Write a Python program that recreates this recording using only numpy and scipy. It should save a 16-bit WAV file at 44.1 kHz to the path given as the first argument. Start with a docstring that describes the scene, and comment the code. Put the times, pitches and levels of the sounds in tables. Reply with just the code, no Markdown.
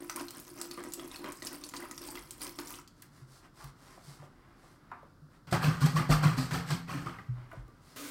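"""Liquid glugs from a plastic bottle into an empty plastic bucket in a small room: it drums on the
bottom, churns up bubbles and spits drops. Hands rub and knock on the plastic as they press a lid onto
a bucket, lift it and shake it; the liquid slaps the walls and the lid booms like a drum head.
The bucket is set down on a mat, and at the very end a shower head sprays into a bucket."""
import sys
import numpy as np
from scipy import signal
from scipy.fft import rfft, irfft, next_fast_len
from scipy.io import wavfile

SR = 44100
rng = np.random.default_rng(int(sys.argv[2]) if len(sys.argv) > 2 else 0)


def file_out(sig):
    """Save sig as 16-bit WAV at sys.argv[1]."""
    # one column per channel
    cols = np.atleast_2d(sig).T
    # limit, then scale
    lim = np.clip(cols, -1, 1)
    pcm = np.round(lim * 32767).astype(np.int16)
    wavfile.write(sys.argv[1], SR, pcm)


N = 357252
T = np.arange(N) / SR
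TOP_HZ = 16100


def amp(db):
    return 10 ** (np.asarray(db) / 20)


def unit_rms(x):
    return x / np.sqrt(np.mean(x ** 2) + 1e-20)


def at_hz(table, hz):
    table_hz, values = np.transpose(table)
    return np.interp(np.log(hz + 1), np.log(table_hz + 1), values)


def add(mix, start_s, sound):
    part = mix[max(round(start_s * SR), 0):][:len(sound)]
    part += sound[:len(part)]


def decay(t, hold_s, t60_s):
    return np.exp(-np.log(1000) * np.maximum(t - hold_s, 0) / t60_s)


def swell(t, rise_s, t60_s):
    """Smooth rise to 1, then exponential decay."""
    return np.sin(np.pi / 2 * np.clip(t / rise_s, 0, 1)) ** 2 * decay(t, rise_s, t60_s)


def coloured(x, spectrum):
    """x shaped by a spectrum table; rms 1."""
    size = next_fast_len(N)
    gain = amp(at_hz(spectrum, np.fft.rfftfreq(size, 1 / SR)))
    return unit_rms(irfft(rfft(x, size) * gain, size)[:N])


def filtered(x, hz, kind):
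    """Low- or high-passed x; rms 1."""
    return unit_rms(signal.sosfilt(signal.butter(4, hz, kind, fs=SR, output="sos"), x))


def ring(modes):
    """Impulse response of damped modes; energy 1."""
    t = np.arange(SR // 3) / SR
    out = sum(amp(db) * swell(t, 1 / SR, t60_s) * np.cos(2 * np.pi * hz * t) for hz, db, t60_s in modes)
    return out / np.linalg.norm(out)


def impacts(per_s, spread_db):
    """Clicks of random time, size and sign."""
    size = amp(spread_db * np.minimum(rng.exponential(1, N), 3))
    return size * rng.choice([-1, 1], N) * (rng.random(N) < per_s / SR)


def bubble(hz, cycles, glide):
    """Sine falling to 1/e in `cycles`; its pitch climbs as the bubble nears the surface."""
    age = np.arange(int(5 * cycles / hz * SR) + 2) * hz / cycles / SR
    return np.exp(-age) * np.sin(2 * np.pi * cycles * age * (1 + glide * age))


def bubbles(per_s, spread_db, low_hz, high_hz, cycles, glide, sizes=48):
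    """Stream of bubbles of many sizes, equal energy per Hz."""
    clicks = impacts(per_s, spread_db)
    size_index = rng.integers(0, sizes, N)
    onsets = np.flatnonzero(clicks)
    out = np.zeros(N)
    for k, hz in enumerate(np.geomspace(low_hz, high_hz, sizes)):
        grain = hz * bubble(hz, cycles, glide)
        starts = onsets[size_index[onsets] == k]
        samples = starts[:, None] + np.arange(len(grain))
        out += np.bincount(samples.ravel(), np.outer(clicks[starts], grain).ravel(), N)[:N]
    return out


# room air and rumble spectra: (frequency [Hz], gain [dB])
AIR_SPECTRUM = [(65, -48), (110, 1.5), (144, 5.5), (201, -2), (275, 1), (417, -10.5), (848, -18),
                (1370, -9.5), (2400, -32.5), (4980, -24.5), (6260, -31.5), (12000, -35), (16000, -38)]
RUMBLE_SPECTRUM = [(10, -23), (25, -1), (48, 3.5), (62, -16), (90, 0.5), (125, -11), (250, -54),
                   (1000, -80)]
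# rumble envelope: (time [s], level [dB])
RUMBLE_LEVELS = [(0, -68), (1.5, -65.5), (2.2, -63), (3.1, -66), (5.2, -65), (7.6, -60), (8.1, -71)]

def background(air_db=-62):
    """Steady room air over a wavering rumble."""
    air, rumble = rng.standard_normal((2, N))
    times_s, levels_db = np.transpose(RUMBLE_LEVELS)
    rumble_gain = amp(np.interp(T, times_s, levels_db)) * (T <= times_s[-1])
    return amp(air_db) * coloured(air, AIR_SPECTRUM) + rumble_gain * coloured(rumble, RUMBLE_SPECTRUM)


# room reverberation: (frequency [Hz], t60 [s])
ROOM_DECAY = [(150, 0.32), (1000, 0.49), (4000, 0.34), (14000, 0.18)]

def room_tail(gap_s=0.002, taps_per_s=5000):
    """Sparse reflections, each band dying at its own rate; energy 1."""
    size = SR * 2 // 3
    taps = rng.standard_normal(size) * (rng.random(size) < taps_per_s / SR)
    taps *= np.arange(size) > gap_s * SR
    hz, t, bands = signal.stft(taps, SR, nperseg=256)
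    bands = bands * decay(t, 0, at_hz(ROOM_DECAY, hz)[:, None])
    tail = signal.istft(bands, SR, nperseg=256)[1]
    return tail / np.linalg.norm(tail)


def room(x, tails=4, crossfade_hz=2):
    """Several crossfaded tails give a smooth, even small-room reverberation."""
    turns = crossfade_hz * T + np.arange(tails)[:, None] / tails
    shares = np.maximum(np.cos(2 * np.pi * turns), 0)
    return sum(signal.oaconvolve(x * share, room_tail())[:N] for share in shares)


# spray in a bucket: (frequency [Hz], gain [dB])
SHOWER_SPECTRUM = [(100, -37), (210, -34), (290, 8.5), (350, -19), (480, -11), (800, -24), (1240, -12.5),
                   (1900, -18.5), (8500, -21.5), (16000, -26.5)]

def shower(start_s=7.96, rise_s=0.0017, level_db=-44):
    """Many fine jets patter into a bucket."""
    patter = coloured(impacts(per_s=9000, spread_db=2), SHOWER_SPECTRUM)
    return amp(level_db) * patter * np.clip((T - start_s) / rise_s, 0, 1)


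# friction on plastic: (frequency [Hz], gain [dB])
RUB_SPECTRUM = [(180, -25), (300, -26), (326, 8), (455, -5.5), (1150, 1.5), (1560, -4.5), (2100, -5),
                (2360, -12), (4300, -14.5), (6620, -27.5), (8360, -25.5), (14200, -36), (16000, -38)]
# hand and cloth strokes: (midpoint [s], length [s], rub gain [dB], hiss gain [dB])
HAND_STROKES = [(3.021, 0.18, -64.5, -69), (3.18, 0.18, -62, -66.5), (3.35, 0.2, -62.5, -62.5),
                (3.45, .08, -55.5, -70), (3.628, 0.2, -54.5, -59), (3.894, 0.32, -56, -62.5),
                (4.097, 0.25, -58, -58.5), (4.228, .14, -56.5, -68.5), (4.47, 0.53, -62.5, -82),
                (4.674, 0.29, -62.5, -69), (4.925, 0.51, -62.5, -87), (5.346, 0.12, -63, -75),
                (7.417, 0.23, -56.5, -78), (7.554, 0.19, -56, -73), (7.74, 0.42, -67.5, -82),
                (7.93, 0.3, -60, -63.5)]

def rubbing(speed_exponent=1.3):
    """Skin and cloth catch and slip in tiny steps; loudness follows the speed of the hand."""
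    power = np.zeros((2, N))
    for middle_s, length_s, *gains_db in HAND_STROKES:
        speed = np.sin(np.linspace(0, np.pi, int(length_s * SR), endpoint=False))
        for layer, db in zip(power, gains_db):
            add(layer, middle_s - length_s / 2, (amp(db) * speed ** speed_exponent) ** 2)
    rub_gain, hiss_gain = np.sqrt(power)
    slips = coloured(impacts(per_s=5000, spread_db=3.5), RUB_SPECTRUM)
    return (amp(-3.5) * rub_gain * filtered(slips, 3500, "low")
            + amp(-1.5) * hiss_gain * filtered(slips, 5220, "high"))


# plastic rim: (frequency [Hz], gain [dB], t60 [s])
RIM_MODES = [(970, 14.5, 0.061), (1170, 19.5, 0.27), (1756, -25, 0.28), (2110, -13, 0.59),
             (2503, -46, 0.27), (3284, -27, 0.15), (3914, -63, 0.098)]
# knocks, and a brief scrape at 4.92 s: (time [s], gain [dB], rattle pitch [Hz], extra click gain [dB])
RIM_KNOCKS = [(3.022, -49, 1690, 12.5), (3.604, -41.5, 1150, -17), (3.642, -46, 1290, 6),
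              (3.975, -43.5, 840, -20), (4.221, -41, 615, -20), (4.271, -47.5, 482, -25),
              (4.635, -50, 690, -15), (4.916, -31, 1120, -31), (4.922, -43.5, 303, -30),
              (4.935, -42, 1250, -35), (5.03, -44.5, 620, -19), (7.514, -39, 1400, -15),
              (7.529, -36.5, 550, -19), (7.679, -42.5, 282, -14)]

def knocks():
    """Fingers and handle strike the plastic, and at 4.92 s something scrapes it briefly: each gives a click, a
    short rattle and the ringing rim."""
    out, t = np.zeros(N), np.arange(SR // 3) / SR
    rim = ring(RIM_MODES)
    rim /= abs(rim).max()
    for start_s, db, hz, click_db in RIM_KNOCKS:
        rattle, click = rng.standard_normal((2, len(t)))
        rattle = filtered(rattle, hz / 1.33, "high")
        rattle = filtered(rattle, hz * 1.12, "low") * swell(t, 0.0011, 0.096)
        click = filtered(click, 1600, "high") * swell(t, 0.00076, 0.029)
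        add(out, start_s, amp(db) * (0.17 * rim + 0.4 * rattle + 0.39 * amp(click_db) * click))
    return out


# large bubbles in the puddle and the shaken liquid, plus two low rings of the closed bucket (6.373 s, 6.944 s):
# (time [s], level [dB], pitch [Hz])
BUBBLES_AND_RINGS = [(.172, -37, 1050), (.774, -40, 1174), (1.145, -41.5, 2590), (1.421, -38.5, 1950),
                     (1.823, -40, 2000), (2.085, -42.5, 870), (2.174, -38.5, 2060), (2.593, -40.5, 935),
                     (2.787, -45.5, 1310), (5.526, -33, 784), (5.555, -29.5, 870), (5.868, -33.5, 802),
                     (5.964, -20.5, 1123), (5.996, -24, 1216), (6.121, -30.5, 806), (6.244, -26, 1090),
                     (6.373, -30, 255), (6.944, -32.5, 281.6), (7.069, -29.5, 1213), (7.186, -40, 1950)]

def gurgles(climb_per_s=0.15, t60_cycles=52):
    """Large bubbles, and two low rings of the closed bucket, sound briefly, rising slightly in pitch."""
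    out, t = np.zeros(N), np.arange(SR // 4) / SR
    for start_s, db, hz in BUBBLES_AND_RINGS:
        tone = np.sin(2 * np.pi * hz * t * (1 + climb_per_s * t))
        add(out, start_s, amp(db) * swell(t, 3 / hz, t60_cycles / hz) * tone)
    return out


# drops spat by the pour: (time [s], gain [dB], pitch [Hz], extra plop gain [dB])
SPAT_DROPS = [(0.0971, -28.5, 5800, -5.5), (0.1606, -26, 9040, -21), (0.196, -36, 5030, -19),
              (0.2104, -35, 8100, -9), (0.2833, -34.5, 4190, -35), (0.3068, -34, 8000, -17),
              (0.399, -35.5, 11300, -35), (0.614, -26.5, 7730, -16.5), (0.7122, -32, 4400, -15),
              (0.838, -37, 7900, -5.5), (0.9214, -36, 6900, -28), (0.9364, -24.5, 7800, -35),
              (0.996, -38, 3270, -6), (1.077, -40, 11400, -19), (1.1144, -38, 3720, -17),
              (1.16, -35.5, 4260, -19), (1.2434, -43, 4000, 5.5), (1.3214, -33, 8160, -20),
              (1.422, -35, 4240, -15), (1.4698, -24, 5300, -37), (1.6382, -31, 4400, -25),
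              (1.6898, -33, 6950, -23), (1.7386, -39.5, 4340, 1), (1.766, -33, 4500, -28),
              (1.9119, -32, 6600, -10), (1.9783, -33, 5460, -18), (2.155, -38, 3230, -5.5),
              (2.308, -30.5, 8250, -34), (2.418, -33.5, 4900, -11), (2.446, -33, 8300, -24),
              (2.5884, -30, 5150, -11.5), (2.6727, -35, 5800, -28), (2.7051, -34.5, 12100, -13),
              (2.7398, -38.5, 2950, -12), (2.8762, -44, 4380, -27), (3.0202, -46, 8300, -23)]

def drops(tick_band_ratio=1.6):
    """Each drop gives a hard tick, a tiny ringing bubble and a duller plop on the plastic."""
    out, t = np.zeros(N), np.arange(SR // 30) / SR
    plop = ring([(977, -1.3, 0.017), (1250, 1, 0.033), (1950, -0.45, 0.023)])
    plop /= abs(plop).max()
    burst = swell(t, 0.0011, 0.0046) + amp(-9) * swell(t, 0.0066, 0.014)  # impact, then crown collapse
    for start_s, db, hz, plop_db in SPAT_DROPS:
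        band_hz = [hz / tick_band_ratio, min(hz * tick_band_ratio, TOP_HZ)]
        band = signal.butter(1, band_hz, "band", fs=SR, output="sos")
        tick = filtered(signal.sosfilt(band, rng.standard_normal(len(t))), 2370, "high")
        add(out, start_s, amp(db - 6) * tick * burst)
        add(out, start_s, amp(db - 2) * bubble(hz, cycles=9, glide=0.01))
        add(out, start_s, amp(db + plop_db + 8) * plop)
    return out


# hardest waves: (time [s], level [dB])
WALL_SLAPS = [(5.524, -27.5), (6.093, -30)]

def slaps(low_hz=80, high_hz=910, t60_s=0.14):
    """A mass of liquid meets the wall all at once: a short, dull burst."""
    out, t = np.zeros(N), np.arange(SR // 3) / SR
    for start_s, db in WALL_SLAPS:
        noise = filtered(rng.standard_normal(len(t)), low_hz, "high")
        add(out, start_s, amp(db) * filtered(noise, high_hz, "low") * swell(t, 0.002, t60_s))
    return out


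# air and walls of the closed bucket: (frequency [Hz], gain [dB], t60 [s])
CLOSED_BUCKET_MODES = [(93, -4, .12), (123, 12, 0.087), (146, 3.5, 0.28), (166.9, -1, 0.57),
                       (255, -4, 0.25), (260, -23, 0.082), (334.5, -7, 0.12), (360, -46.5, 0.35)]
# shaken liquid: (frequency [Hz], gain [dB])
SLOSH_SPECTRUM = [(240, -86), (400, -19), (708, -10.5), (777, -5.5), (879, -11.5), (1160, -2), (1710, -8),
                  (2470, -13), (3640, -18.5), (4380, -12), (7060, -22), (8110, -17.5), (10100, -27.5),
                  (14800, -24.5), (16000, -66)]
# waves hitting the wall: (time [s], gain [dB], rise [s], t60 [s], extra spray gain [dB])
WAVES = [(5.469, -51, 0.0034, 0.58, -9), (5.508, -47, 0.0072, .2, 3), (5.525, -25.5, 0.0013, 0.24, -11),
         (5.603, -31, 0.043, 0.45, -9), (5.792, -37.5, 0.032, 0.6, -3.5), (5.854, -35.5, 0.011, 0.04, 2),
         (5.949, -30.5, 0.022, 0.33, -10), (6.08, -29, 0.045, 0.24, -5.5), (6.215, -30.5, .028, 0.46, -10),
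         (6.36, -39, 0.025, 0.49, -2), (6.507, -36, 0.0032, 0.34, -8.5), (6.52, -34, 0.023, 0.33, -7.5),
         (6.64, -42.5, 0.07, 0.14, -3.5), (6.703, -35.5, 0.0024, 0.3, -3.5),
         (6.862, -40.5, 0.049, 0.85, -9.5), (7.055, -41.5, 0.0065, 0.34, -16),
         (7.183, -50.5, 0.005, 0.14, -28)]

def sloshes():
    """Each wave breaks into bubbles and spray, and stirs the air in the closed bucket."""
    power, t = np.zeros((2, N)), np.arange(SR) / SR
    for start_s, db, rise_s, t60_s, spray_db in WAVES:
        wave = amp(db) * swell(t, rise_s, t60_s)
        add(power[0], start_s, wave ** 2)
        add(power[1], start_s, (amp(spray_db) * wave) ** 2)
    wave_gain, spray_gain = np.sqrt(power)
    churn = bubbles(per_s=2200, spread_db=4, low_hz=385, high_hz=3340, cycles=9, glide=0.0099)
    spray = bubbles(per_s=6000, spread_db=2, low_hz=3055, high_hz=14800, cycles=5.3, glide=0.021)
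    wall_hits = wave_gain * unit_rms(impacts(per_s=820, spread_db=-0.5))
    hollow = signal.oaconvolve(wall_hits, ring(CLOSED_BUCKET_MODES))[:N]
    return (amp(-2) * wave_gain * coloured(churn, SLOSH_SPECTRUM)
            + amp(-0.5) * spray_gain * coloured(spray, SLOSH_SPECTRUM)
            + amp(0.5) * hollow)


# lid: (frequency [multiple of pitch], gain [dB])
LID_MODES = [(0.998, 1), (1.73, -14), (2.22, -20)]
# blows on the lid: (time [s], level [dB], pitch [Hz], rise [s], t60 [s], floor re boom [dB])
LID_BLOWS = [(3.214, -47.5, 132, 0.013, 0.44, -11), (3.634, -44.5, 136, 0.019, 0.19, -4),
             (4.075, -46.5, 143, 0.01, 0.26, -20), (4.19, -49.5, 144, 0.018, 0.43, -20),
             (5.21, -50.5, 149, 0.019, 0.28, -46), (5.52, -26, 117, 0.0063, 0.13, -20),
             (5.641, -23, 153.5, 0.045, 0.091, -23), (5.815, -18, 146, 0.036, 0.059, -26),
             (5.926, -25, 152.9, 0.034, 0.45, -35), (6.088, -16.5, 152.6, 0.019, 0.31, -12),
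             (6.24, -19.5, 152, 0.019, 0.2, -41), (6.373, -33.5, 130, 0.023, 0.37, -10),
             (6.508, -34, 146, 0.0067, 0.81, -25), (6.697, -26, 153.5, 0.032, 0.066, -37),
             (6.741, -29, 167.5, 0.012, 0.12, -31), (6.919, -39.5, 141, 0.05, 0.36, -15),
             (7.282, -31.5, 124.1, 0.017, 0.41, -17), (7.572, -41, 123.2, 0.004, 0.35, -2)]

def lid_booms(sag=0.037, sag_s=0.039, floor_hz=48, floor_t60_s=0.31):
    """The lid booms like a drum head, its pitch sagging as the blow relaxes; the floor shudders."""
    out, t = np.zeros(N), np.arange(SR * 2 // 3) / SR
    shudder = swell(t, 0.028, floor_t60_s) * np.sin(2 * np.pi * floor_hz * t)
    for start_s, db, hz, rise_s, t60_s, floor_db in LID_BLOWS:
        pitch_hz = hz * (1 + sag * (np.exp(-t / sag_s) - 0.5))
        phase = 2 * np.pi * np.cumsum(pitch_hz) / SR
        hardness = amp(db + 17.5)  # soft blows hardly wake the upper modes
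        for ratio, mode_db in LID_MODES:
            mode = swell(t, rise_s, t60_s / ratio) * np.sin(ratio * phase)
            add(out, start_s, amp(db + mode_db) * hardness ** (ratio - 1) * mode)
        add(out, start_s, amp(db + floor_db) * shudder)
    return out


# open bucket: (frequency [Hz], gain [dB], t60 [s])
OPEN_BUCKET_MODES = [(293, 6, 0.13), (306, -17, 0.061), (333.7, 1.5, 0.1), (344, -3, 0.39),
                     (476, -15, 0.15), (587, -9.5, 0.059), (768, -18.5, 0.24), (904, -13, 0.044)]
# splashing in the bucket: (frequency [Hz], gain [dB])
POUR_SPECTRUM = [(260, -41), (450, -46), (485, -7), (694, -10.5), (771, -2.5), (830, -12), (950, 1),
                 (1580, -5.5), (2010, -7), (3540, -15), (5140, -6.5), (6930, -13), (8290, -7), (14600, -13),
                 (16000, -10.5)]
# slugs of liquid: (time [s], length [s], drum gain [dB], churn gain [dB], spray gain [dB])
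BOTTLE_GLUGS = [(0.0, 0.048, -47, -55, -68), (0.088, .015, -58, -42.5, -48),
                (0.151, 0.066, -43.5, -44, -52), (0.336, 0.053, -51, -54, -51),
                (0.469, 0.035, -56.5, -60, -51.5), (0.558, 0.099, -49.5, -52.5, -50),
                (0.701, 0.04, -53, -56, -56), (0.772, 0.036, -40.5, -48, -73),
                (0.845, 0.027, -43.5, -53, -72), (0.971, 0.092, -45.5, -57, -63),
                (1.101, 0.058, -55, -53.5, -51.5), (1.187, 0.044, -47.5, -55, -68),
                (1.237, 0.062, -43.5, -43, -57), (1.42, 0.063, -48, -51.5, -45),
                (1.502, .05, -48, -50, -48), (1.607, 0.065, -53, -62, -52.5),
                (1.733, .035, -44.5, -47.5, -47.5), (1.791, 0.061, -51, -47.5, -51),
                (1.882, 0.05, -53.5, -56, -67), (2.006, 0.12, -50, -54, -46.5),
                (2.141, 0.036, -52.5, -47, -45.5), (2.4, 0.082, -50.5, -50.5, -42),
                (2.581, .02, -44, -43.5, -46), (2.64, 0.15, -55, -55, -48.5)]

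def pour(rise_s=0.011, glug_t60_s=0.12, trickle_end_s=2.725, trickle_t60_s=0.25):
    """Glugs over a thin trickle drum on the bucket bottom, churn the puddle and throw spray."""
    onset = np.clip(T / rise_s, 0, 1)
    trickle = onset * decay(T, trickle_end_s, trickle_t60_s)
    trickle_gains_db = (-60, -63.5, -56.5)  # drum, churn, spray
    power = np.outer(amp(trickle_gains_db), trickle) ** 2
    for start_s, length_s, *gains_db in BOTTLE_GLUGS:
        glug = onset[:SR // 2] * decay(T[:SR // 2], length_s, glug_t60_s)
        for layer, db in zip(power, gains_db):
            add(layer, start_s, (amp(db) * glug) ** 2)
    drum_gain, churn_gain, spray_gain = np.sqrt(power)

    bottom = ring(OPEN_BUCKET_MODES)
    bottom_hits = drum_gain * unit_rms(impacts(per_s=700, spread_db=4))
    drum = amp(-2) * signal.oaconvolve(bottom_hits, bottom)[:N]
    for start_s, _, drum_db, _, _ in BOTTLE_GLUGS:  # first blow of each slug
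        add(drum, start_s + rise_s / 2, amp(drum_db + 6) * bottom / abs(bottom).max())
    churn = bubbles(per_s=1300, spread_db=4.5, low_hz=480, high_hz=3300, cycles=6, glide=0.02)
    spray = bubbles(per_s=1200, spread_db=6.5, low_hz=3000, high_hz=15500, cycles=5, glide=0.015)
    wall_ticks = 0.5 * filtered(impacts(per_s=440, spread_db=5), 2200, "high")
    splash = (churn_gain * coloured(churn, POUR_SPECTRUM)
              + spray_gain * coloured(unit_rms(spray) + wall_ticks, POUR_SPECTRUM))
    return drum + amp(-3.5) * splash


def scene():
    """All sources and their room reflections, mono."""
    liquid = pour() + sloshes() + slaps() + gurgles()
    ticks = drops()
    clatter = knocks() + rubbing() + shower()
    booms = lid_booms()
    echo = room(amp(-7.5) * liquid + amp(-6) * ticks + amp(-6.5) * clatter + amp(-8) * booms)
    return (liquid + ticks + clatter + booms + echo + background())[None]


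def record(dry):
    """Steep low-pass at TOP_HZ."""
    lowpass = signal.firwin(301, TOP_HZ, window=("kaiser", 9), fs=SR)
    return signal.oaconvolve(dry, lowpass[None], "same")


dry = scene()
out = record(dry)
file_out(out)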